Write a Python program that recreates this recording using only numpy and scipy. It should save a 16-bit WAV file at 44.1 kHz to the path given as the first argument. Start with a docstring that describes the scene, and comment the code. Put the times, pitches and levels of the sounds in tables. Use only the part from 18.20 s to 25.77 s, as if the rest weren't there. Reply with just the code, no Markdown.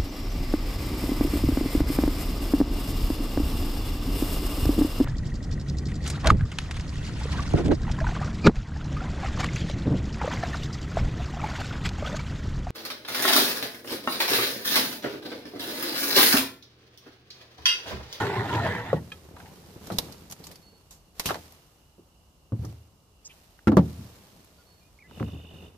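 """A canoe is shoved off a bank of dead sticks in a marsh: stick-slip grinds along its hull until it bumps free.
A paddle clacks, twigs snap in bursts under boots, and reeds and clothes rustle at each shift of weight.
Then feet, paddle and knees thump into the hollow hull, whose decaying modes ring on.
A blackbird's gliding tones whistle early and again late, where they lead into a trill of interleaved notes.
Throughout, shaped noise gives the air, a low rumble and far frogs; a diffuse tail answers from the tree line."""
import sys
import numpy as np
from scipy import signal
from scipy.fft import rfft, irfft, next_fast_len
from scipy.io import wavfile
from scipy.ndimage import uniform_filter1d, map_coordinates

SR = 44100
rng = np.random.default_rng(int(sys.argv[2]) if len(sys.argv) > 2 else 0)


def materialize(psi):
    """Save the field psi as 16-bit PCM at rate SR to the path in sys.argv[1].

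    A 1-D psi becomes a single channel; in a 2-D psi each row is a channel.
    """
    bounded = np.clip(np.atleast_2d(psi).T, -1, 1)
    quanta = np.round(bounded * 32767).astype(np.int16)
    wavfile.write(sys.argv[1], SR, quanta)


N = 333837
T = np.arange(N) / SR
HIT = T[:SR]  # the one-second time axis of a single blow


def amp(db):
    """Level law: decibels to amplitude gain."""
    return 10 ** (np.asarray(db) / 20)


def unit(x):
    """Normalization to an rms of 1."""
    return x / np.sqrt(np.mean(x ** 2) + 1e-20)


def along(points, hz):
    """Logarithmic pitch scale: read (Hz, value) points along it."""
    f, v = np.transpose(points)
    return np.interp(np.log(hz + 1), np.log(f + 1), v)


def curve(rows):
    """Linear interpolation: one value per sample from (s, value) points."""
    return np.interp(T, *np.transpose(rows))


def fade(t, t60):
    """Exponential decay: 60 dB down after t60 seconds."""
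    return np.exp(-np.log(1000) * t / t60)


def swell(length):
    """Half-sine envelope under a square root: a rounded rise and fall."""
    return np.abs(np.sin(np.linspace(0, np.pi, int(length * SR)))) ** .5


def envelope(s, rise, hold, t60):
    """Attack, hold and release: full level is reached at time s."""
    return np.clip((T - s) / rise + 1, 0, 1) * fade(np.maximum(T - s - hold, 0), t60)


def wobble(rate):
    """Slow random modulation: a smooth curve through rate random knots a second."""
    knots = rng.standard_normal(int(N * rate / SR) + 4)
    return map_coordinates(knots, [T * rate])


def add(track, s, sound):
    """Superposition: mix a sound in at time s."""
    part = track[..., max(round(s * SR), 0):][..., :sound.shape[-1]]
    part += sound[..., :part.shape[-1]]


def filtered(x, response):
    """Linear filtering: multiply the spectrum by a response of frequency."""
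    m = next_fast_len(x.shape[-1] + SR // 4)
    return irfft(rfft(x, m) * response(np.fft.rfftfreq(m, 1 / SR)), m)[..., :x.shape[-1]]


def coloured(x, spectrum):
    """Spectral shaping: x weighted by (Hz, dB) points, at rms 1."""
    return unit(filtered(x, lambda f: amp(along(spectrum, f))))


def resonance(f, hz, width):
    """Damped oscillator: the causal response of one mode."""
    return 1j * f * width / (hz * hz - f * f + 1j * f * width)


def through(x, modes):
    """Modal summation: x through (Hz, width Hz, dB) resonances of alternating sign, at rms 1."""
    def response(f):
        return sum((-1) ** k * amp(db) * resonance(f, hz, w) for k, (hz, w, db) in enumerate(modes))
    return unit(filtered(x, response))


# coherence of diffuse sound between left and right: pitch_hz, likeness (0 to 1)
ALIKE = [(130, 0.95), (300, 0.85), (640, 0.71), (1400, 0.0756), (3100, 0.0124)]


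def noise(size=N, alike=ALIKE):
    """Interaural coherence: stereo noise, alike in the bass and nearly unrelated in the treble."""
    def mid_and_side(f):
        turn = np.arccos(np.clip(along(alike, f), -1, 1)) / 2
        return np.array([np.cos(turn), np.sin(turn)])
    mid, side = filtered(rng.standard_normal((2, size)), mid_and_side)
    return np.array([mid + side, mid - side])


def grains(rate, spread_db, life, bed, alike=ALIKE):
    """Shot noise: tiny bursts of random size at random times, on a bed of smooth noise."""
    sizes = (rng.random(N) < rate / SR) * amp(spread_db * np.minimum(rng.exponential(size=N), 3))
    bursts = signal.fftconvolve(sizes, fade(HIT, life))[:N]
    return noise(alike=alike) * (unit(bursts) + bed)


def dying(lives):
    """Frequency-dependent damping: a second of stereo noise, each pitch with its own t60."""
    hz, t, z = signal.stft(noise(size=SR), SR, nperseg=256)
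    decayed = z * fade(t, along(lives, hz)[:, None])
    return signal.istft(decayed, SR, nperseg=256)[1][:, :SR]


def band(hz, width):
    """Band-pass filtering: stereo noise in a steep-sided band, at rms 1."""
    return unit(filtered(noise(), lambda f: 1 / (1 + (2 * (f - hz) / width) ** 4)))


def glide(length, start_hz, end_hz):
    """Frequency modulation: phase of a linearly sliding pitch, and a swell of the same length."""
    pitch = np.linspace(start_hz, end_hz, int(length * SR))
    return 2 * np.pi * np.cumsum(pitch) / SR, swell(length)


def gliding_noise(length, start_hz, end_hz, width_hz):
    """Narrow-band noise: a rounded burst that wavers unsteadily around one gliding pitch."""
    phase, shape = glide(length, start_hz, end_hz)
    unsteady = filtered(rng.standard_normal((2, SR)), lambda f: 1 / (1 + (2.14 * f / width_hz) ** 4))
    a, b = unsteady[:, :len(phase)]
    return unit(shape * (a * np.cos(phase) + b * np.sin(phase)))


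def patchy(x, depth_db):
    """Local fluctuation: the level drifts independently in small patches of pitch and time."""
    z = signal.stft(x, nperseg=1024)[2]
    field = rng.standard_normal(z.shape[1:])
    field = uniform_filter1d(uniform_filter1d(field, size=4, axis=0), size=5, axis=1)
    return unit(signal.istft(z * amp(depth_db * unit(field)), nperseg=1024)[1][:, :N])


def drifting(x, share, rate):
    """Time warping: all resonances of a texture wander up and down together."""
    position = np.cumsum(1 + share * wobble(rate))
    return np.array([map_coordinates(port, [position], mode="mirror") for port in x])


SLIDE_T60_S = 0.082  # the scrape dies once the hull floats free
# how hard the hull bears on the sticks as it slides: time_s, level_db
LOAD = [(0, -26), (0.07, -33.5), (0.18, -32.5), (0.265, -34.5), (0.34, -30.5), (0.465, -29), (0.581, -39.5),
        (0.69, -41), (0.786, -46.5)]


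def load(grows):
    """Friction law: gain follows the load on the sliding hull by so many dB per dB."""
    times, db = np.transpose(LOAD)
    usual_db = db.mean()
    gain = amp(usual_db + grows * (np.interp(T, times, db) - usual_db))
    return gain * fade(np.maximum(T - times[-1], 0), SLIDE_T60_S)


# level at the usual load [dB], and growth [dB per dB of load], of the panels and of the skin
BOOM_DB, BOOM_GROWS = 0, 0.95
RASP_DB, RASP_GROWS = 2, 0.89
THINNING_DB_PER_S, THINNING_HZ = 9, 533  # as the water takes the weight, the rasp loses its low end
RASP_PATCHY_DB = 3  # the contact points shift, so the colour keeps changing
RASP_DRIFT, RASP_DRIFT_RATE = .035, 13  # resonances wander: share of pitch, turns a second
# coherence of sounds from the hull's skin: pitch_hz, likeness (0 to 1)
SLIDE_ALIKE = [(200, 1), (1400, 0.77), (5000, 0.075)]
# panels that the sliding shakes: pitch_hz, width_hz, relative_level_db
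PANELS = [(83.6, 19, -4), (111.4, 23.5, -1), (162, 35, -6), (216, 75, -9.5)]
# resonances of the rasping skin: pitch_hz, width_hz, relative_level_db
RASP = [(306, 52, 2), (400, 69, -1.5), (475, 52, 3.5), (625, 400, -3), (930, 150, 0.5), (1170, 540, -8.5),
        (1550, 130, -5), (1720, 105, -5), (2100, 210, -5.5)]
# spectrum of fine grit: pitch_hz, relative_level_db
GRIT = [(1500, -1.5), (2500, 0.5), (3800, -1.5), (5000, -10), (7000, -14), (10000, -22), (15000, -19.5)]
# gritty treble of the scrape: time_s, level_db
GRIT_LEVEL = [(0, -35.5), (0.12, -42), (0.225, -43.5), (0.345, -37.5), (0.39, -41.5), (0.462, -40),
              (0.5, -42), (0.77, -51.5)]


def slide():
    """Stick-slip friction: the panels boom, the skin rasps and grit hisses."""
    surges = amp(1.5 * wobble(35))
    slips = surges * grains(rate=900, spread_db=3, life=.006, bed=.7, alike=SLIDE_ALIKE)
    boom = unit(filtered(through(slips, PANELS), lambda f: 1 - 1 / (1 + (f / 68) ** 6)))

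    def rippled(f):
        # the skin's many narrow modes ripple the spectrum
        ripple = amp(3.65 * unit(uniform_filter1d(rng.standard_normal(len(f)), 300)))
        return ripple / (1 + (f / 2600) ** 8)
    rasp = filtered(through(slips, RASP), rippled)
    rasp = patchy(drifting(rasp, RASP_DRIFT, RASP_DRIFT_RATE), RASP_PATCHY_DB)
    low_end = filtered(rasp, lambda f: 1 / (1 + (f / THINNING_HZ) ** 6))
    rasp = rasp - (1 - amp(-THINNING_DB_PER_S * T)) * low_end
    # fine grit merges into a continuous hiss, with the coarser slips ticking through it
    grit = patchy(coloured(noise(alike=SLIDE_ALIKE) + unit(slips), GRIT), RASP_PATCHY_DB)
    grit_gain = amp(curve(GRIT_LEVEL)) * fade(np.maximum(T - GRIT_LEVEL[-1][0], 0), SLIDE_T60_S)
    boom_gain = amp(BOOM_DB) * load(BOOM_GROWS)
    rasp_gain = amp(RASP_DB) * load(RASP_GROWS)
    return boom_gain * boom + rasp_gain * rasp + grit_gain * grit


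# slips a second, scatter of their rate (natural log), t60 of one slip [s]
CHATTER_HZ, CHATTER_SCATTER, CHATTER_T60_S = 125, 0.36, 0.029
# sticks that dig into the sliding hull: start_s, length_s, level_db
BITES = [(0.0, 0.018, -36.5), (0.134, 0.044, -36.5), (0.325, 0.04, -28.5), (0.429, 0.05, -32.5)]
# spectrum of the chatter: pitch_hz, relative_level_db
BITE_TONE = [(100, -15), (300, 8.5), (1800, -5.5), (2800, -4), (3900, -12.5), (15000, -44)]


def bites():
    """Relaxation oscillation: a stick digs in and chatters in a quick run of uneven slips."""
    turns = np.cumsum(CHATTER_HZ * np.exp(CHATTER_SCATTER * wobble(90))) / SR
    starts = np.diff(np.floor(turns), prepend=0)
    slips = signal.fftconvolve(starts, fade(HIT, CHATTER_T60_S))[:N]
    grip = np.zeros(N)
    for s, length, db in BITES:
        add(grip, s, amp(db) * swell(length))
    return grip * coloured(noise(alike=SLIDE_ALIKE) * slips, BITE_TONE)


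JUDDER_SAG, JUDDER_WIDTH = 0.0524, 0.17  # shares of the pitch
# surfaces that catch and judder against the hull: start_s, length_s, pitch_hz, level_db
JUDDERS = [(0.005, 0.24, 411, -35), (.075, 0.16, 125, -35.5), (0.163, 0.028, 1055, -35.5),
           (0.298, 0.11, 965, -32), (0.328, 0.085, 119.5, -29.5), (0.389, 0.094, 690, -34.5),
           (.37, 0.24, 1790, -38.5)]


def judders():
    """Self-excited friction: a caught stick or boot judders near a pitch that sags as it lets go."""
    out = np.zeros(N)
    for s, length, hz, db in JUDDERS:
        judder = gliding_noise(length, hz, hz * (1 - JUDDER_SAG), JUDDER_WIDTH * hz)
        add(out, s, amp(db) * judder)
    return out


def modes_ringing(modes):
    """Modal decay: a second of (Hz, dB, t60 s) modes, a little different in level at each blow."""
    return sum(amp(db + rng.normal(0, 1)) * fade(HIT, t60) * np.sin(2 * np.pi * hz * HIT)
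               for hz, db, t60 in modes)


MAIN_MODE_HZ = 190
# lowest pitch a spot yields to: its value at the main mode, and how it climbs with the spot's pitch
YIELD_HZ, YIELD_POWER = 121, 0.81
BRAKE_S, BRAKE_POWER = 0.033, 0.51  # the first swings' extra level at the main mode; shorter if stiffer
# hull modes: pitch_hz, relative_level_db, t60_s
HULL = [(80.1, 2.5, 0.75), (107.7, -1.5, 0.52), (122.4, -1.5, 0.46), (160, 0, 0.32), (191, 3, 0.11),
        (221.9, -4.5, 0.39), (276.1, -4, 0.42), (348, -7, 0.053), (463, -9.5, 0.25), (508, -11, 0.059),
        (628, -7, 0.1), (871, -3, 0.0415), (1124, 0, 0.044), (1334, -8.5, 0.055)]
# crowded higher modes of the skin: pitch_hz, relative_level_db
SKIN = [(45, -54), (110, -11), (200, -1.5), (350, -3), (550, -8), (900, -5.5), (1300, -5.5), (2200, -12.5),
        (3500, -10), (5500, -6.5), (8000, -6.5), (15000, 2.5)]
# their decay: pitch_hz, t60_s
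SKIN_LIFE = [(150, 0.39), (500, 0.21), (1200, 0.098), (4000, 0.12), (14000, 0.028)]


def hull_blow(spot_hz, soft_hz):
    """Impact excitation: the struck spot and the softness of the contact choose the hull's modes."""
    # the first wavefront leaves the contact point as one sharp pulse
    pulse = (np.arange(SR) == SR // 1000).astype(float)
    front = amp(-1) * coloured(pulse, SKIN)
    skin = amp(7.0) * coloured(dying(SKIN_LIFE), SKIN)
    scuff = amp(9.0) * coloured(noise(size=SR) * fade(HIT, 0.011), SKIN)
    # the foot or knee settles on the hull and damps its first swings
    stiffness = spot_hz / MAIN_MODE_HZ
    damping = 1 + amp(-6) / (1 + (HIT / BRAKE_S * stiffness ** BRAKE_POWER) ** 8)
    low_hz = YIELD_HZ * stiffness ** YIELD_POWER

    def contact(f):
        # stiff spots give little bass, soft contacts little treble
        stiff = resonance(f, low_hz, low_hz) * 1j * f / low_hz * 1j * f / (1j * f + .5 * low_hz)
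        soft = 1 / (1 - (f / soft_hz) ** 2 + 1.4j * f / soft_hz)
        spot = 1 + 1.13 * resonance(f, spot_hz, 0.29 * spot_hz)
        return stiff * soft * spot
    ringing = (unit(modes_ringing(HULL)) + skin) * damping
    blow = filtered(ringing + scuff + front, contact)
    return blow / np.std(blow[:, :SR // 50])


RISE_CYCLES = 0.68  # each mode builds up with this time constant, in its own swings
CHOKE_S, CHOKE_LEFT = 0.036, 0.166  # when the weight chokes the ring, and the share that outlasts it
CRACK_DB, CRACK_HZ, CRACK_T60_S = -8.5, 5260, .08  # the bright crack of a heavy blow
# modes of the parts that take the heavy blows: pitch_hz, relative_level_db, t60_s
KEEL = [(156, -11, 0.14), (534, 2.5, 0.031), (690, -6, 0.034)]
RIM = [(735, 0.15, 0.012), (1360, -1.16, 0.0059)]
FLOOR_AFT = [(111, 5.5, 0.28), (305, -17, 0.13), (530, -15, 0.11)]
THWART = [(82.5, -17.5, 0.424), (105, -16, 0.54), (216, 4.5, .16), (290.7, -5.5, 0.42), (332, -2.5, 0.28),
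          (513.4, -14, 0.4), (1200, -12, 0.046), (1355, -5, 0.042)]
FLOOR_MID = [(85.6, -20, .6), (192, -2.5, 0.3), (355, 0, 0.061), (548, -14.5, 0.13), (613, -12, 0.1),
             (1160, -15.5, 0.069)]
FLOOR_FORE = [(122, -2, 0.49), (220, 1, 0.17), (290.6, 2.5, 0.14), (368, -4.5, 0.1), (527, -5, 0.12)]
# heavy blows: start_s, part_level_db, hull_level_db, favoured_hz, softness_cutoff_hz, part
SLAMS = [(0.73, -21, -24.5, 537, 826, KEEL), (3.1065, -29.5, -28.5, 890, 2090, RIM),
         (4.321, -25, -30.5, 200, 530, FLOOR_AFT), (5.472, -14, -20, 111.7, 1050, THWART),
         (5.569, -11.5, -15, 166, 1114, FLOOR_MID), (7.007, -30.5, -28.5, 137, 600, FLOOR_FORE)]


def slams():
    """Loaded resonance: a struck part booms until the weight chokes it, and the hull rings on."""
    out = np.zeros((2, N))
    for s, db, hull_db, spot_hz, soft_hz, part in SLAMS:
        ring = sum(modes_ringing([mode]) * (1 - np.exp(-HIT * mode[0] / RISE_CYCLES)) for mode in part)
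        ring = ring * (CHOKE_LEFT + (1 - CHOKE_LEFT) / (1 + (HIT / CHOKE_S) ** 8))
        ring = filtered(ring, lambda f: (1j * f / (1j * f + 45)) ** 2)
        boom = amp(db) * ring / np.std(ring[:SR // 50])
        # the crack grows with the square of the force, so it stands out only in the hardest blows
        bright = filtered(noise(size=SR), lambda f: resonance(f, CRACK_HZ, CRACK_HZ / 2))
        crack = amp(2 * db + CRACK_DB) * bright * fade(HIT, CRACK_T60_S)
        add(out, s, boom + crack + amp(hull_db) * hull_blow(spot_hz, soft_hz))
    return out


# light blows on the hull: start_s, level_db, favoured_hz, softness_cutoff_hz
KNOCKS = [(0.744, -28, 160, 202), (1.111, -49, 400, 596), (1.702, -33, 666, 1250), (1.72, -31, 165, 690),
          (1.786, -37.5, 480, 1510), (3.058, -33.5, 149, 1200), (3.089, -33.5, 1720, 3000),
          (3.097, -32, 1400, 2400), (3.144, -38.5, 1850, 3250), (3.156, -39.5, 680, 1320),
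          (3.782, -51, 360, 513), (4.391, -30, 109, 149), (4.446, -40.5, 323, 990),
          (4.474, -37.5, 98.4, 149.5), (5.484, -24.5, 260, 800), (5.519, -19, 258, 765),
          (5.790, -37.5, 129, 300), (7.043, -33.5, 109, 220), (7.131, -36, 111, 298)]


def knocks():
    """Shared modes: light blows all ring the same hull."""
    out = np.zeros((2, N))
    for s, db, spot_hz, soft_hz in KNOCKS:
        add(out, s, amp(db) * hull_blow(spot_hz, soft_hz))
    return out


TAP_WIDTH, TAP_CLICK_DB = 0.38, -28  # ring width as a share of its pitch; broad click beside it
# short dry taps of sticks, boots and the paddle shaft on the skin: start_s, level_db, pitch_hz, t60_s
TAPS = [(0.068, -30, 1450, .04), (0.467, -28, 800, 0.063), (1.166, -45, 970, 0.077),
        (1.201, -45, 1380, 0.062), (1.259, -51, 1874, .08), (5.39, -52, 1380, 0.02),
        (5.479, -29, 1596, .05), (6.911, -49.5, 1090, 0.0077), (6.998, -39.5, 1200, 0.053),
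        (7.028, -37, 1200, 0.0058)]


def taps():
    """Local resonance: a hard, light contact clicks and briefly rings one small patch of skin."""
    out = np.zeros((2, N))
    t = HIT[:SR // 8]
    click = amp(TAP_CLICK_DB)
    for s, db, ring_hz, t60 in TAPS:
        def patch(f):
            return (resonance(f, ring_hz, TAP_WIDTH * ring_hz) + click) / (1 + .5j * f / ring_hz)
        contact = noise(size=len(t), alike=SLIDE_ALIKE) * fade(t, t60)
        tap = filtered(contact, patch)
        add(out, s, amp(db) * tap / np.std(tap[:, :SR // 200]))
    return out


CLACK_S = 0.918
# modes of the wooden paddle: pitch_hz, relative_level_db, t60_s
PADDLE = [(1300, -0.5, 0.13), (1700, 8.5, 0.053), (2475, 14.5, 0.046), (3230, 6, 0.078), (3950, -4, 0.073)]


def clack():
    """Free bar modes: the wooden paddle is tapped once, a short dry tock."""
    out = np.zeros((2, N))
    ring = sum(amp(db) * fade(HIT, t60) * np.sin(2 * np.pi * hz * HIT) for hz, db, t60 in PADDLE)
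    contact = coloured(noise(size=SR) * fade(HIT, 0.051), GRIT)
    tock = (unit(ring) + .5 * contact) * (1 - np.exp(-HIT / 0.00099))
    add(out, CLACK_S, amp(-37) * tock / np.std(tock[:, :SR // 100]))
    return out


# snapping twigs: start_s, level_db, t60_s, pitch_hz
SNAPS = [(1.67, -41.5, 0.035, 1500), (1.719, -41.5, 0.13, 3980), (1.785, -17.5, 0.033, 3860),
         (1.923, -42.5, 0.041, 4640), (2.099, -45, 0.056, 6540), (2.111, -39, .03, 11000),
         (2.122, -35.5, 0.05, 7100), (2.239, -44, 0.16, 4360), (2.268, -40, 0.042, 7040),
         (2.314, -45, 0.088, 2060), (2.357, -47, 0.038, 4660), (2.708, -47, 0.24, 7340),
         (2.996, -24, 0.051, 2200), (3.057, -25, 0.18, 2920), (3.323, -51, 0.013, 12800),
         (4.45, -47, 0.056, 5970), (6.245, -56, 0.028, 9900)]
# spectrum of a snap: pitch_hz, relative_level_db
TWIG = [(100, 3), (400, -4), (900, 3), (1600, -6.5), (3000, -4), (5500, 0.5), (8000, -6.5), (12000, -2.5),
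        (15000, -4.5)]


def snaps():
    """Brittle fracture: fibres break in a ragged burst, ring briefly and scatter off the pile."""
    out = np.zeros((2, N))
    t = HIT[:SR // 3]
    for s, db, t60, ring_hz in SNAPS:
        fibres = amp(unit(uniform_filter1d(rng.standard_normal(len(t)), 40)))
        direct = rng.standard_normal(len(t)) * fibres * fade(t, t60)
        scatter = noise(size=len(t)) * (9.8 * fade(t, t60) + amp(-8.5) * fade(t, 0.32))
        burst = (direct + scatter) * (1 - np.exp(-t / 0.00027))

        def wood(f):
            return amp(along(TWIG, f)) * (1 + 1.85 * resonance(f, ring_hz, 0.18 * ring_hz))
        crack = filtered(burst, wood)
        add(out, s, amp(db) * crack / np.std(crack[:, :SR // 200]))
    return out


SWISH_WIDTH = 0.47  # share of the starting pitch
# one low swish, then two short high chip-like squeaks, perhaps a bird's:
# start_s, length_s, start_hz, end_hz, level_db
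SWISHES = [(1.139, 0.19, 700, 899, -57), (5.047, 0.034, 6220, 6600, -45), (5.092, 0.038, 2855, 2750, -55.5)]


def swishes_and_squeaks():
    """Band-limited noise: one low swish and two short, high, chip-like squeaks."""
    out = np.zeros((2, N))
    for s, length, start_hz, end_hz, db in SWISHES:
        add(out, s, amp(db) * gliding_noise(length, start_hz, end_hz, SWISH_WIDTH * start_hz))
    return out


MOVE_RISE_S = .12  # each shift swells this long before it is at full level
# shifts of weight, on the stick pile and then in the hull:
# full_level_s, hold_s, t60_s, creak_level_db, rustle_level_db
MOVES = [(0.762, 0.22, 2.4, -52, -56), (1.193, 0.69, 3.7, -50, -55), (1.668, 0.17, 1.8, -43, -48.5),
         (2.195, 0.097, 1.16, -52, -54.5), (3.057, 0.02, 1.32, -53, -45), (4.436, 0.06, 0.76, -51, -57),
         (5.112, 0.025, 3, -78, -59), (5.65, 0.17, 3.9, -58, -53), (6.967, 0.1, 1.56, -45.5, -57.5),
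         (7.345, 0.11, 0.45, -45.5, -61.5)]
# spectrum of the creaks: pitch_hz, relative_level_db
CREAK_TONE = [(45, -17), (85, 5.5), (125, -6.5), (165, 2.5), (250, -7), (420, -6.5), (650, -14),
              (1200, -21), (2500, -32), (5000, -52)]
# spectrum of the rustle: pitch_hz, relative_level_db
REEDS = [(700, 7.5), (1500, 2.5), (5500, 1.5), (8000, -3), (14500, -3)]


def shuffling():
    """Granular friction: shifts of weight give dull creaks and a fine rustle of reeds and clothes."""
    creaks = coloured(grains(rate=68, spread_db=3.5, life=0.032, bed=1.0), CREAK_TONE)
    rustle = coloured(grains(rate=150, spread_db=-1.0, life=0.0094, bed=3.5), REEDS)
    creak_gain, rustle_gain = np.zeros((2, N))
    for full_s, hold, t60, creak_db, rustle_db in MOVES:
        move = envelope(full_s, MOVE_RISE_S, hold, t60)
        creak_gain = np.maximum(creak_gain, amp(creak_db) * move)
        rustle_gain = np.maximum(rustle_gain, amp(rustle_db) * move)
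    return creak_gain * creaks + rustle_gain * rustle


WHISTLE_ROUGH_S = 0.0067  # notes this short are rough; longer ones are purer
WHISTLE_FADE_DB = 9  # each note sinks this much along its length
WHISTLE_WAVER_DB, WHISTLE_WAVER_HZ = 3, 22  # scale of a note's unsteadiness in level and pitch
# blackbird whistles: start_s, length_s, start_hz, end_hz, level_db
WHISTLES = [(2.273, 0.037, 4640, 4600, -68), (2.343, 0.042, 4500, 4480, -64),
            (2.422, 0.17, 4380, 4410, -58.5), (6.375, 0.068, 4584, 4600, -67.5),
            (6.381, 0.052, 1404, 1470, -64), (6.463, 0.09, 4360, 4410, -61.5),
            (6.548, 0.087, 4370, 4370, -67), (6.61, 0.093, 2440, 2440, -67.5),
            (6.788, 0.0093, 2070, 2300, -53), (6.799, 0.029, 2430, 2290, -59),
            (6.823, 0.01, 2230, 2327, -50), (6.827, 0.063, 1970, 2040, -59.5),
            (6.835, 0.037, 1700, 1720, -62.5)]


def whistles():
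    """Frequency-modulated tones: thin whistles and a broken chirp, rougher the shorter they are."""
    song = np.zeros((2, N))
    for s, length, start_hz, end_hz, db in WHISTLES:
        phase, shape = glide(length, start_hz, end_hz)
        size = len(phase)
        sink = amp(WHISTLE_FADE_DB * np.linspace(.5, -.5, size))
        waver = amp(WHISTLE_WAVER_DB * wobble(35)[:size])
        bend = 2 * np.pi * np.cumsum(WHISTLE_WAVER_HZ * wobble(51)[:size]) / SR
        rough = np.sqrt(WHISTLE_ROUGH_S / length) * wobble(260)[:size]
        add(song, s, amp(db) * shape * sink * waver * np.sin(phase + bend + rough))
    return song


# full level from, swell, hold, release t60 [s]; level [dB]
TRILL_S, TRILL_RISE_S, TRILL_HOLD_S, TRILL_T60_S, TRILL_DB = 6.97, 0.11, 0.505, 0.14, -58
TRILL_RATE, TRILL_RUSH, TRILL_SETTLE_S = 51, 14, 0.132  # notes/s; starts this much faster, then settles
TRILL_JITTER, TRILL_BLUR = .025, 0.65  # unevenness of the pace; scattered over direct sound
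TRILL_FLICK = .3  # sweep: the pitch swings by this over pi, in widths, either way
# interleaved notes of the trill: pitch_hz, width_hz, relative_level_db
TRILL_NOTES = [(2850, 670, -2), (3600, 436, -8), (2560, 300, -11)]


def trill():
    """Amplitude and frequency modulation: interleaved pulsing notes fuse into a buzz."""
    song = np.zeros((2, N))
    rush = TRILL_RUSH * np.exp(-np.maximum(T - TRILL_S, 0) / TRILL_SETTLE_S)
    rate = (TRILL_RATE + rush) * (1 + TRILL_JITTER * wobble(25))
    cycle = 2 * np.pi * np.cumsum(rate) / SR
    gain = amp(TRILL_DB) * envelope(TRILL_S, TRILL_RISE_S, TRILL_HOLD_S, TRILL_T60_S)
    for k, (hz, width, db) in enumerate(TRILL_NOTES):
        # each pulse is a rough little flick; the reeds scatter part of it into a blur
        beat = cycle + k * np.pi / 2
        pitch = hz + width * (TRILL_FLICK * np.sin(beat) / np.pi + wobble(400) / 7)
        pulses = (1 + np.cos(beat)) ** 2 * amp(1.3 * wobble(45))
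        flick = np.sin(2 * np.pi * np.cumsum(pitch) / SR) * pulses
        song += amp(db) * gain * (unit(flick) + TRILL_BLUR * band(hz, width))
    return song


# diffuse decay off the bank and trees: pitch_hz, t60_s
TREES = [(80, 0.934), (300, 2.03), (6000, 2.9), (14000, 4.9)]


def echo(x):
    """Diffuse reverberation: the bank and the tree line scatter back a faint long tail."""
    tail = dying(TREES) * (1 - np.exp(-HIT / 0.068))
    tail = tail / np.linalg.norm(tail[0])
    return signal.fftconvolve(x.mean(axis=0)[None], tail, axes=1)[:, :N]


# spectrum of the open air: pitch_hz, relative_level_db
AIR = [(20, -26.5), (45, -3), (75, -7), (150, -6), (260, -13.5), (400, -15), (800, -18), (1200, -20),
       (1700, -31), (2300, -30.5), (5300, -27), (14500, -33.5)]
# the far chorus is steady, then sinks: time_s, level_db
FROGS = [(5.2, -76), (7.2, -80)]


def marsh():
    """Band-limited noise: open air, a soft low rumble and the blurred peeping of far frogs."""
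    air = amp(-62.0) * coloured(noise(), AIR) * amp(0.32 * wobble(3.9))
    breeze = amp(2.5 * wobble(4))
    rumble = amp(-64.5) * band(hz=67.7, width=49) * breeze
    frogs = amp(curve(FROGS)) * band(hz=2850, width=380) * amp(2.5 * wobble(14))
    return air + rumble + frogs


LEAD_S = 0.000082  # the canoe lies to the left, so its sound reaches that port first


def scene():
    """Superposition of canoe, sticks and bird in the open marsh, with a time lead on the left."""
    scrape = slide() + bites() + judders()
    blows = knocks() + taps() + slams() + clack()
    left_first = scrape + blows + swishes_and_squeaks()
    sides = np.array([[1], [-1]])
    near = filtered(left_first, lambda f: np.exp(1j * np.pi * f * LEAD_S * sides)) + snaps()
    bird = whistles() + trill()
    echoes = amp(-30.0) * echo(near) + amp(-10) * echo(bird)
    return near + bird + echoes + shuffling() + marsh()


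TOP_HZ = 14760  # band limit
# left over right level of the microphone ports: pitch_hz, level_difference_db
LEAN = [(200, 0), (600, 0.5), (1300, -1), (2400, -2), (4300, -6.5), (8000, -1), (13000, 6.5)]


def record(dry):
    """Transducer response: two ports colour the sound differently below a steep band limit."""
    def ports(f):
        lean = along(LEAN, f)
        return amp(np.array([lean, -lean]) / 2) / np.sqrt(1 + (f / TOP_HZ) ** 400)
    return filtered(dry, ports)


dry = scene()
out = record(dry)
materialize(out)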